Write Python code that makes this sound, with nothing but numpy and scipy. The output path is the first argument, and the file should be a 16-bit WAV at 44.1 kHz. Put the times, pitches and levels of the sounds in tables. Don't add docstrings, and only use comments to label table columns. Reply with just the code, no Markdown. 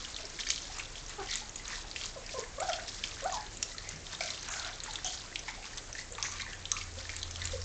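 import sys
import numpy as np
from scipy import signal
from scipy.fft import rfft, irfft
from scipy.io import wavfile
from scipy.ndimage import uniform_filter1d

SR = 44100
rng = np.random.default_rng(int(sys.argv[2]) if len(sys.argv) > 2 else 0)


def volts_from_db(level):
    exponent = np.asarray(level, float) / 20
    return 10 ** exponent


def transcribe(u):
    v = np.clip(np.atleast_2d(u).T, -1, 1)
    q = np.round(v * 32767).astype(np.int16)
    wavfile.write(sys.argv[1], SR, q)


N = 336924


def rms_one(x):
    return x / np.sqrt(np.mean(x ** 2) + 1e-20)


def in_time(rows):
    s, *columns = np.transpose(rows)
    times = np.arange(N) / SR
    return [np.interp(times, s, column) for column in columns]


def band(x, low_hz, high_hz, order=2):
    sos = signal.butter(order, [low_hz, high_hz], "band", fs=SR, output="sos")
    return signal.sosfilt(sos, x)


def drift(rate_hz):
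    hop = 40
    r = np.exp(-2 * np.pi * rate_hz * hop / SR)
    noise = rng.standard_normal(N // hop + 2002)
    slow = signal.lfilter([1], [1, -2 * r, r * r], noise)[2000:]
    return np.interp(np.arange(N) / hop, np.arange(len(slow)), rms_one(slow))


def ring(clicks, hz, t60):
    r = volts_from_db(-60 / (t60 * SR))
    w = 2 * np.pi * hz / SR
    return signal.lfilter([0, np.sin(w)], [1, -2 * r * np.cos(w), r * r], clicks + 1e-18)


def smacks():
    rows = all_smacks()
    t = np.arange(2048) / SR
    out = np.zeros(N + len(t))
    wide = signal.butter(2, [1900, 7900], "band", fs=SR, output="sos")
    noises = rng.standard_normal((len(rows), len(t)))
    for (s, peak_db, hz, t60, breadth), noise in zip(rows, noises):
        spatter = 0.46 * noise * np.abs(np.roll(noise, 99)) * volts_from_db(-60 * t / max(t60, 0.002))
        spatter[0] = 1.51

        share = np.clip(breadth, 0.2, 1)
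        reach = 1.25 + 1.8 * share ** 2
        crack = band(spatter, max(hz / reach, 1600), min(hz * reach, 9000), order=3)
        cavity = band(ring(crack, hz, 9 / hz), hz / 1.2, hz * 1.2, order=1)
        snap = signal.sosfilt(wide, spatter)
        pop = share * rms_one(crack) + (1 - share) * rms_one(cavity) + volts_from_db(-7) * rms_one(snap)

        at = round((s + 0.0007) * SR)
        out[at:at + len(t)] += volts_from_db(peak_db + 1.5) * pop / np.abs(pop).max()
    return out[:N]


def all_smacks():
    # t/s, peak level/dB, mouth cavity f/Hz, t60/s, crack breadth
    bodies = [
        (0.5025, -15, 4960, 0.0089, 0.7),
        (1.3726, -37, 2400, 0.0099, 0.1),
        (3.0381, -23.5, 3620, 0.015, 0.7),
        (3.6269, -18.5, 4500, 0.0021, 0.5),
        (5.3568, -28, 3450, 0.0073, 0),
        (6.7166, -15.5, 4270, 0.0056, 0.6),
    ]
    # t/s, peak level/dB, mouth cavity f/Hz, t60/s
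    deep_smacks = [(0.389, -31, 2340, 0.048), (0.4329, -31.5, 3200, 0.012), (0.4666, -27.5, 2340, 0.029),
                   (0.7939, -28.5, 2910, 0.06), (1.7018, -37, 2110, 0.015), (1.7261, -52, 1810, 0.03),
                   (1.9605, -24.5, 3300, 0.023), (2.2913, -31.5, 2720, 0.021), (2.6978, -30, 2200, 0.0078),
                   (2.7308, -23, 3460, 0.036), (3.0379, -22, 3440, 0.016), (4.1285, -38, 1980, 0.0086),
                   (4.2065, -31, 2370, 0.013), (5.326, -37, 2080, 0.016), (5.3572, -21.5, 3050, 0.012),
                   (5.4804, -30, 2330, 0.061), (5.6423, -33.5, 2850, 0.013), (5.9504, -31, 2020, 0.018),
                   (5.9837, -36, 2030, 0.03), (6.181, -33, 2600, 0.02), (6.3974, -31, 2270, 0.031),
                   (6.766, -26.5, 2790, 0.014), (6.8115, -27, 3220, 0.017), (7.0928, -27, 2340, 0.0076)]
    # t/s, peak level/dB, mouth cavity f/Hz, t60/s
    lip_smacks = [(0.0472, -28, 3600, 0.019), (0.1437, -29.5, 4360, 0.008), (0.163, -26, 4180, 0.015),
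                  (0.2526, -31.5, 5680, 0.011), (0.4098, -29, 4030, 0.015), (0.5592, -28.5, 4200, 0.014),
                  (0.9552, -32, 3500, 0.016), (1.3127, -23, 4500, 0.011), (1.6534, -32.5, 4130, 0.014),
                  (1.9126, -27, 4620, 0.0092), (2.0118, -30.5, 3460, 0.013), (2.0359, -33, 3500, 0.02),
                  (2.2627, -32, 5430, 0.012), (2.8734, -34.5, 3880, 0.025), (3.464, -34.5, 4130, 0.019),
                  (3.7815, -27, 4600, 0.013), (4.0655, -34, 3980, 0.015), (4.1487, -29, 4010, 0.0092),
                  (4.2767, -29.5, 3480, 0.011), (4.3031, -25, 4190, 0.014), (4.596, -25, 4530, 0.013),
                  (4.802, -28.5, 4300, 0.012), (4.9085, -32, 4250, 0.014), (4.956, -24.5, 3790, 0.014),
                  (6.6537, -26.5, 3850, 0.015), (7.2291, -22.5, 4430, 0.013), (7.3583, -31, 3500, 0.0074),
                  (7.417, -26.5, 4330, 0.019), (7.4726, -25, 4170, 0.0075), (7.6158, -30.5, 5550, 0.029),
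                  (.470, -29, 4800, .03), (4.2065, -24, 5000, .015), (6.410, -30, 4000, .012),
                  (6.418, -30, 4400, .012), (6.531, -33, 3200, .02), (4.646, -29, 4000, .02),
                  (4.537, -31, 2800, .015), (4.345, -34, 3600, .012), (2.601, -34, 2600, .012),
                  (6.2265, -26, 4300, .015), (3.627, -27, 3700, .012), (4.235, -30, 6100, .02),
                  (4.428, -32, 6500, .015), (4.73, -34, 4300, .015), (2.795, -34, 2000, .02),
                  (3.297, -36, 2100, .02)]
    # t/s, peak level/dB, mouth cavity f/Hz, t60/s
    tooth_ticks = [(0.4873, -23.5, 6000, 0.012), (0.5038, -14.5, 7000, 0.0044), (0.6185, -31, 6600, 0.015),
                   (0.7846, -27, 7170, 0.025), (1.063, -32, 6170, 0.012), (1.0944, -29.5, 7400, 0.012),
                   (1.3553, -17.5, 7440, 0.0087), (1.493, -33, 6620, 0.015), (1.5574, -27, 7100, 0.023),
                   (1.6786, -28.5, 6570, 0.016), (2.393, -29, 6720, 0.011), (2.6005, -27.5, 7560, 0.023),
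                   (2.6898, -29.5, 6150, 0.023), (3.241, -27.5, 7330, 0.017), (3.3233, -29, 6830, 0.018),
                   (3.5703, -29, 7600, 0.027), (3.6267, -17, 6480, 0.015), (3.8896, -26.5, 7000, 0.0082),
                   (4.4857, -28.5, 6720, 0.01), (4.8349, -26.5, 7400, 0.025), (5.0449, -21.5, 6030, 0.015),
                   (5.3911, -30.5, 6120, 0.025), (5.7733, -31.5, 5900, 0.0088),
                   (5.9274, -27.5, 6000, 0.014), (6.2262, -17.5, 6070, 0.0063), (6.3155, -31, 7000, 0.012),
                   (6.7161, -17.5, 6350, 0.008), (7.1636, -25, 7530, 0.014), (7.3093, -30, 6300, 0.015),
                   (7.453, -22, 7300, 0.015)]
    # t/s, peak level/dB, mouth cavity f/Hz
    small_spits = [(0.186, -30, 2880), (0.2114, -32, 3830), (0.2992, -28.5, 6220), (0.4668, -32, 2230),
                   (0.5153, -24, 4020), (0.5784, -25.5, 3800), (0.6526, -32, 4040), (0.7382, -31, 6100),
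                   (0.7692, -30, 5400), (0.8562, -31, 3810), (0.9758, -31.5, 3670), (1.082, -29.5, 6970),
                   (1.271, -29, 3380), (1.286, -30.5, 3430), (1.3247, -28.5, 4450), (1.3376, -22, 6750),
                   (1.7341, -31, 1780), (2.0564, -23.5, 7300), (2.335, -29, 5760), (2.437, -30, 2220),
                   (2.7172, -25.5, 3330), (2.8798, -22.5, 5560), (2.9444, -29.5, 4340), (3.1165, -33, 2850),
                   (3.188, -34.5, 1970), (3.2061, -27.5, 5770), (3.3423, -23.5, 6530),
                   (3.9599, -30.5, 5840), (4.0972, -34, 6200), (4.376, -29.5, 3620), (4.4088, -29.5, 6370),
                   (4.5354, -28.5, 6480), (4.6207, -33, 1520), (4.9337, -23.5, 7470), (4.9861, -30, 1940),
                   (5.314, -38.5, 1770), (5.6264, -34, 2840), (5.7323, -31.5, 1900), (6.136, -39, 3000),
                   (6.1505, -28.5, 4120), (6.2564, -27.5, 1960), (6.3212, -26, 6230), (6.384, -29.5, 4580),
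                   (6.3994, -30, 2280), (6.4174, -33, 2250), (6.4632, -34, 1920), (6.5122, -36, 1960),
                   (6.531, -37, 1560), (6.625, -33, 4400), (6.785, -29.5, 4700), (6.8374, -30.5, 7000),
                   (6.938, -35, 6120), (6.9865, -31, 3960), (7.006, -31, 5660), (7.0107, -27, 5510),
                   (7.0519, -31, 2030), (7.1356, -31, 2070), (7.2155, -29, 4270), (7.519, -26, 3870)]

    rows = list(bodies)
    for kind, breadth in [(deep_smacks, 0.45), (lip_smacks, 0.35), (tooth_ticks, 0.2)]:
        for s, peak_db, hz, t60 in kind:
            rows.append((s, peak_db, hz, t60, breadth + 0.004 * (peak_db + 28)))
    spit_t60_s, spit_breadth, spit_trim_db = 0.012, 0.36, -5.5
    for s, peak_db, hz in small_spits:
        rows.append((s, peak_db + spit_trim_db, hz, spit_t60_s, spit_breadth))
    return rows


def slurping():
    crackle_db, slosh_db = bouts()
    crackle = bubbles(per_s=1100, low_hz=3400, high_hz=8200, cycles=16, spread_db=4.3, smooth=0.65)
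    slosh = bubbles(per_s=350, low_hz=1000, high_hz=3200, cycles=12, spread_db=3.5, smooth=0.9)
    return volts_from_db(crackle_db - 2.5) * crackle + volts_from_db(slosh_db - 8) * slosh


def bouts():
    # t/s, drain/s, crackle level/dB, slosh level/dB
    laps = [(0.0, 0.95, -43.5, -45.5), (0.4, 0.08, -37.5, -45), (.505, 0.11, -35.5, -57),
            (.967, 0.078, -39.5, -59.5), (1.101, 0.068, -43.5, -42), (1.667, 0.24, -54, -54),
            (2.299, 0.1, -41.5, -45), (2.625, 0.53, -40, -43), (3.048, .17, -39.5, -45.5),
            (3.639, 0.28, -44.5, -64), (3.907, 0.035, -43, -39), (4.21, 0.19, -36, -41.5),
            (4.85, 0.28, -44, -40.5), (5.059, 0.25, -37.5, -41.5), (5.356, 0.16, -62.5, -71),
            (5.484, .09, -40.5, -41), (5.653, .12, -46, -39), (6.19, 0.13, -45.5, -42),
            (6.401, 0.075, -42, -42), (6.777, 0.057, -37.5, -40), (7.1, 0.11, -41.5, -43.5)]
    # peak t/s, swell/s, crackle level/dB, slosh level/dB
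    sucks = [(0.771, 0.16, -41.5, -41.5), (1.335, 0.085, -33.5, -42.5), (1.575, 0.13, -52, -68),
             (1.733, 0.12, -38, -37), (2.039, 0.081, -36.5, -43), (2.4, 0.048, -42, -43),
             (2.898, 0.07, -45, -59), (3.22, 0.22, -53, -46.5), (3.34, 0.12, -40.5, -58),
             (4.134, 0.061, -41, -39), (4.539, 0.21, -38, -37.5), (4.671, 0.063, -40, -37),
             (5.313, 0.082, -56.5, -53), (5.781, 0.017, -36, -39.5), (5.995, 0.04, -39.5, -59),
             (6.255, 0.05, -40.5, -33), (6.34, 0.087, -44.5, -40.5), (1.225, .05, -49, -37),
             (6.5, 0.059, -48, -44.5), (6.699, 0.071, -55.5, -51), (7.004, 0.054, -42.5, -41),
             (7.463, 0.27, -41, -43)]
    lap_attack_s, range_db = 0.02, 13.5
    chewing_db = np.array([[-54.5], [-71.5]])

    rows = [(lap_attack_s, *lap) for lap in laps]
    rows += [(suck[1], *suck) for suck in sucks]
    t = np.arange(0, N + 64, 64) / SR
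    power = volts_from_db(2 * chewing_db)
    for rise_s, s, fall_s, *peaks_db in rows:
        away = np.maximum((s - t) / rise_s, (t - s) / fall_s)
        power = power + volts_from_db(2 * (np.array(peaks_db)[:, None] - range_db * away))
    return [10 * np.log10(np.interp(np.arange(N) / SR, t, p)) for p in power]


def bubbles(per_s, low_hz, high_hz, cycles, spread_db, smooth):
    sizes = volts_from_db(spread_db * np.minimum(rng.exponential(1, N), 3.6)) * rng.choice([-1, 1], N)
    born = rng.random(N) < per_s * volts_from_db(5 * drift(25)) / SR
    pitches = np.geomspace(low_hz, high_hz, 14)
    dealt = rng.integers(0, len(pitches), N)
    rings = sum(ring(sizes * born * (dealt == k), hz, cycles / hz) for k, hz in enumerate(pitches))
    air = band(rng.standard_normal(N), low_hz, high_hz) * volts_from_db(3.4 * drift(14))
    return rms_one(rms_one(band(rings, low_hz, high_hz, order=1)) + smooth * rms_one(air))


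def glugs():
    # t/s, peak level/dB, resonance f/Hz, t60/s
    hollow_glugs = [(.19, -46.5, 640, 0.43), (.23, -48, 407, 0.33), (.695, -43.5, 740, 0.064),
                    (1.284, -38, 2050, 0.5), (1.415, -42, 800, 0.061), (3.92, -44, 150, 0.08),
                    (2.78, -35, 707, 0.055), (3.715, -43, 2060, 0.033), (3.744, -42.5, 1350, 0.03),
                    (3.78, -37, 1840, 0.037), (3.84, -41, 2130, 0.47), (4.206, -30.5, 2250, 0.18),
                    (4.208, -38, 1460, 0.25), (4.243, -43.5, 610, .2), (4.288, -34, 2100, 0.046),
                    (4.66, -42, 720, 0.054), (5.052, -31, 3200, 0.14), (5.482, -38, 2200, 0.39),
                    (5.48, -38.5, 890, 0.026), (5.57, -45.5, 770, 0.16), (5.985, -34.5, 2010, 0.04),
                    (6.116, -43.5, 500, 0.018), (6.18, -36, 1150, 0.065), (6.179, -40.5, 873, 0.09),
                    (6.228, -43, 1070, 0.043), (6.315, -43.5, 1200, 0.053), (6.428, -43, 1040, 0.051),
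                    (6.525, -39, 1710, 0.07), (1.728, -35.5, 1860, 0.064), (1.835, -47, 800, 0.25),
                    (1.59, -43.5, 2010, .08), (2.785, -39.5, 1510, 0.056), (6.462, -38.5, 1860, 0.2),
                    (6.245, -32.5, 2130, 0.052), (6.395, -31, 2190, 0.092), (6.459, -45, 1000, 0.08),
                    (6.718, -35, 1190, 0.3), (4.6, -40, 1500, .5), (3.395, -44, 1700, .25),
                    (2.415, -44, 1030, .25), (1.19, -44, 1500, .1), (6.96, -51, 249, 0.14),
                    (6.97, -44, 553, 0.097), (7.095, -36, 2190, 0.037), (7.415, -36, 1880, 0.051)]
    # t/s, peak level/dB, cavity f/Hz, t60/s
    wet_wheezes = [
        (4.501, -30, 6730, 0.49),
        (5.059, -28, 6570, 0.12),
        (6.121, -31, 7200, 0.022),
        (6.232, -29.5, 6340, 0.26),
    ]

    rows = list(hollow_glugs) + list(wet_wheezes)
    t = np.arange(8192) / SR
    out = np.zeros(N + len(t))
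    noises = rng.standard_normal((len(rows), 2, len(t)))
    for (s, peak_db, hz, t60), (noise, lumps) in zip(rows, noises):
        puff = noise * (1 - np.exp(-t / 0.0012)) * volts_from_db(-60 * t / t60)
        puff = puff * volts_from_db(2.3 * rms_one(uniform_filter1d(lumps, size=150)))
        glug = band(puff, hz / 1.08, hz * 1.08)
        at = round(s * SR)
        out[at:at + len(t)] += volts_from_db(peak_db) * glug / np.abs(glug).max()
    return out[:N]


def whimpers():
    # hoarseness (0-1), fall per overtone/dB
    throats = [(.2, -12), (.25, -16), (.4, -14), (.4, -14), (.35, -14), (.3, -7), (.3, -14), (.5, -6),
               (.9, -7), (.3, -12), (.4, -12), (.2, -12)]
    out = np.zeros(N)
    shake, waver = drift(130), drift(76)
    for rows, (hoarse, fall_db) in zip(all_calls(), throats):
        s, *columns = np.transpose(rows)
        at = np.arange(round(s[0] * SR), round(s[-1] * SR))
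        hz, level_db, open_db = [np.interp(at / SR, s, column) for column in columns]
        phase = 2 * np.pi * np.cumsum(hz * (1 + 0.06 * hoarse * waver[at])) / SR
        voice = np.sin(phase)
        for k in range(3):
            voice = voice + volts_from_db(open_db + fall_db * k) * np.sin((k + 2) * phase)
        edges = np.clip(np.minimum(at - at[0], at[-1] - at) / (0.0056 * SR), 0, 1)
        out[at] += np.sqrt(2) * volts_from_db(level_db - 2.5) * edges * voice * (1 + hoarse * shake[at])
    return out


def all_calls():
    # t/s, pitch f/Hz, fundamental level/dB, mouth opening level/dB
    yelps = [
        [(2.154, 784, -49, -20), (2.172, 516, -39, -10), (2.194, 490, -57, 1)],
        [(2.338, 690, -37, -20), (2.35, 509, -41.5, -7), (2.38, 525, -35, -3.5), (2.392, 455, -34, -13),
         (2.402, 428, -51, -5)],
        [(2.575, 579, -40.5, -7), (2.603, 596, -39, -3.5), (2.618, 706, -29.5, -6.5), (2.632, 800, -31.5, -12),
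         (2.648, 850, -56, -9)],
        [(3.218, 697, -45, -8), (3.23, 517, -42, -12), (3.245, 552, -39.5, -2), (3.265, 744, -26.5, -13),
         (3.29, 845, -47, -20), (3.3, 850, -59, -11)],
        [(3.322, 1235, -37, -22), (3.342, 1002, -39, -35), (3.372, 832, -37.5, -13), (3.393, 840, -36, -15)],
    ]
    # t/s, length/s, peak level/dB, peak pitch f/Hz, sag share
    short_whimpers = [
        (1.18, 0.045, -40, 409.6, 0.12),
        (2.682, 0.032, -28.5, 745, 0.25),
        (4.204, 0.017, -33.5, 666, -0.2),
        (4.46, 0.25, -51, 789.6, .08),
        (4.879, 0.024, -40.5, 908, 0.18),
        (5.043, 0.038, -40, 749, 0.096),
        (7.53, 0.035, -35, 530, 0.14),
    ]
    mouths_db = [-1, -10.5, -33, 3.5, -26, -17, -28]
    peak_share, onset_db, end_db = 0.27, -7, -6

    calls = list(yelps)
    for (s, length, db, hz, sag), mouth in zip(short_whimpers, mouths_db):
        onset = (s, hz * (1 + sag * peak_share), db + onset_db, mouth)
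        peak = (s + peak_share * length, hz, db, mouth)
        end = (s + length, hz * (1 - sag * (1 - peak_share)), db + end_db, mouth)
        calls.append([onset, peak, end])
    return calls


def tray(x):
    # delay t/s, level/dB
    tray_echoes = [
        (.0022, -14),
        (.0045, -10),
    ]
    return x + sum(volts_from_db(db) * np.pad(x, (round(s * SR), 0))[:N] for s, db in tray_echoes)


def room(x):
    t60_s, gap_s, wall_cut_hz = 0.27, 0.009, 8500
    t = np.arange(SR // 2) / SR
    walls = rng.standard_normal(len(t)) * volts_from_db(-60 * t / t60_s) * np.clip(t / gap_s - 0.5, 0, 1)
    modes = rfft(walls)
    walls = irfft(modes / np.sqrt(uniform_filter1d(np.abs(modes) ** 2, size=50)), len(t))
    walls = signal.sosfilt(signal.butter(1, wall_cut_hz, fs=SR, output="sos"), walls)
    return signal.fftconvolve(x, walls / np.sqrt(np.sum(walls ** 2)))[:N]


def background():
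    # f/Hz, level/dB per Hz
    floor_spectrum = [(60, -1.5), (120, 11), (250, 9), (500, 9), (1000, 4.5), (2000, 6), (4000, -2),
                      (7000, 4.5)]
    # t/s, level/dB
    rumble_levels = [
        (0.0, -52),
        (0.74, -50.5),
        (5.72, -53),
        (7.21, -50.5),
        (7.4, -45),
        (7.64, -47),
    ]
    # t/s, f/Hz, level/dB
    motor_line = [(0.0, 83.83, -62.5), (0.68, 89.85, -68), (1.47, 84.4, -67.5), (1.57, 90.06, -67),
                  (3.83, 90.6, -56), (4.23, 85.3, -62), (4.32, 89.93, -64), (4.85, 89.3, -61.5),
                  (5.8, 88, -63.5), (6.5, 87.56, -52.5), (7.64, 85.9, -44.5)]
    floor_db, mains_hz, mains_db = -48, 121.1, -67

    white = rng.standard_normal((3, N + SR))
    hz, db = np.transpose(floor_spectrum)
    edges = 48 * 2 ** np.arange(0, 8.1, 0.5)
    tone = 0
    for k, (low, high) in enumerate(zip(edges, edges[1:])):
        level_db = np.interp(np.log(low * high) / 2, np.log(hz), db)
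        tone = tone + volts_from_db(level_db + 1.8 * drift(15)) * band(white[k % 2], low, high)[SR:]

    beat = np.sqrt(2) * np.sin(2 * np.pi * np.cumsum(30 + 2 * drift(3)) / SR)
    deep = rms_one(band(white[2], 19, 62)[SR:])
    rumble = volts_from_db(in_time(rumble_levels)[0]) * rms_one(beat + 1.1 * deep)

    motor_hz, motor_db = in_time(motor_line)
    motor_phase = 2 * np.pi * np.cumsum(motor_hz + 3 * drift(6)) / SR
    motor = volts_from_db(motor_db + 1.8 * drift(6)) * np.sin(motor_phase)
    hum = volts_from_db(mains_db + 2.2 * drift(2.3)) * np.sin(2 * np.pi * mains_hz * np.arange(N) / SR)
    return volts_from_db(floor_db) * rms_one(tone) + rumble + np.sqrt(2) * (motor + hum)


def scene():
    pops, hollow, wet, voices = tray(smacks()), glugs(), slurping(), whimpers()
    close = volts_from_db(-13.5) * pops + volts_from_db(-8) * hollow
    echo = room(close + volts_from_db(-21) * wet + volts_from_db(-7) * voices)
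    return (pops + hollow + wet + voices + echo + background())[None]


def top_cut(x):
    return signal.sosfilt(signal.butter(12, 9070, fs=SR, output="sos"), x)


def record(dry):
    sampling_hz, notch_hz = 16000, 7865
    x = signal.lfilter(*signal.iirnotch(notch_hz, 70, SR), dry)
    spectrum = rfft(x)
    below_half = np.arange(spectrum.shape[-1]) * SR / N < sampling_hz / 2
    x = irfft(spectrum * below_half, N)
    mirrored = x * (1 + 2 * np.cos(2 * np.pi * sampling_hz * np.arange(N) / SR))
    taps = signal.firwin(77, 7950, window="blackman", fs=SR)
    return top_cut(signal.fftconvolve(mirrored, taps[None], "same"))


dry = scene()
out = record(dry)
transcribe(out)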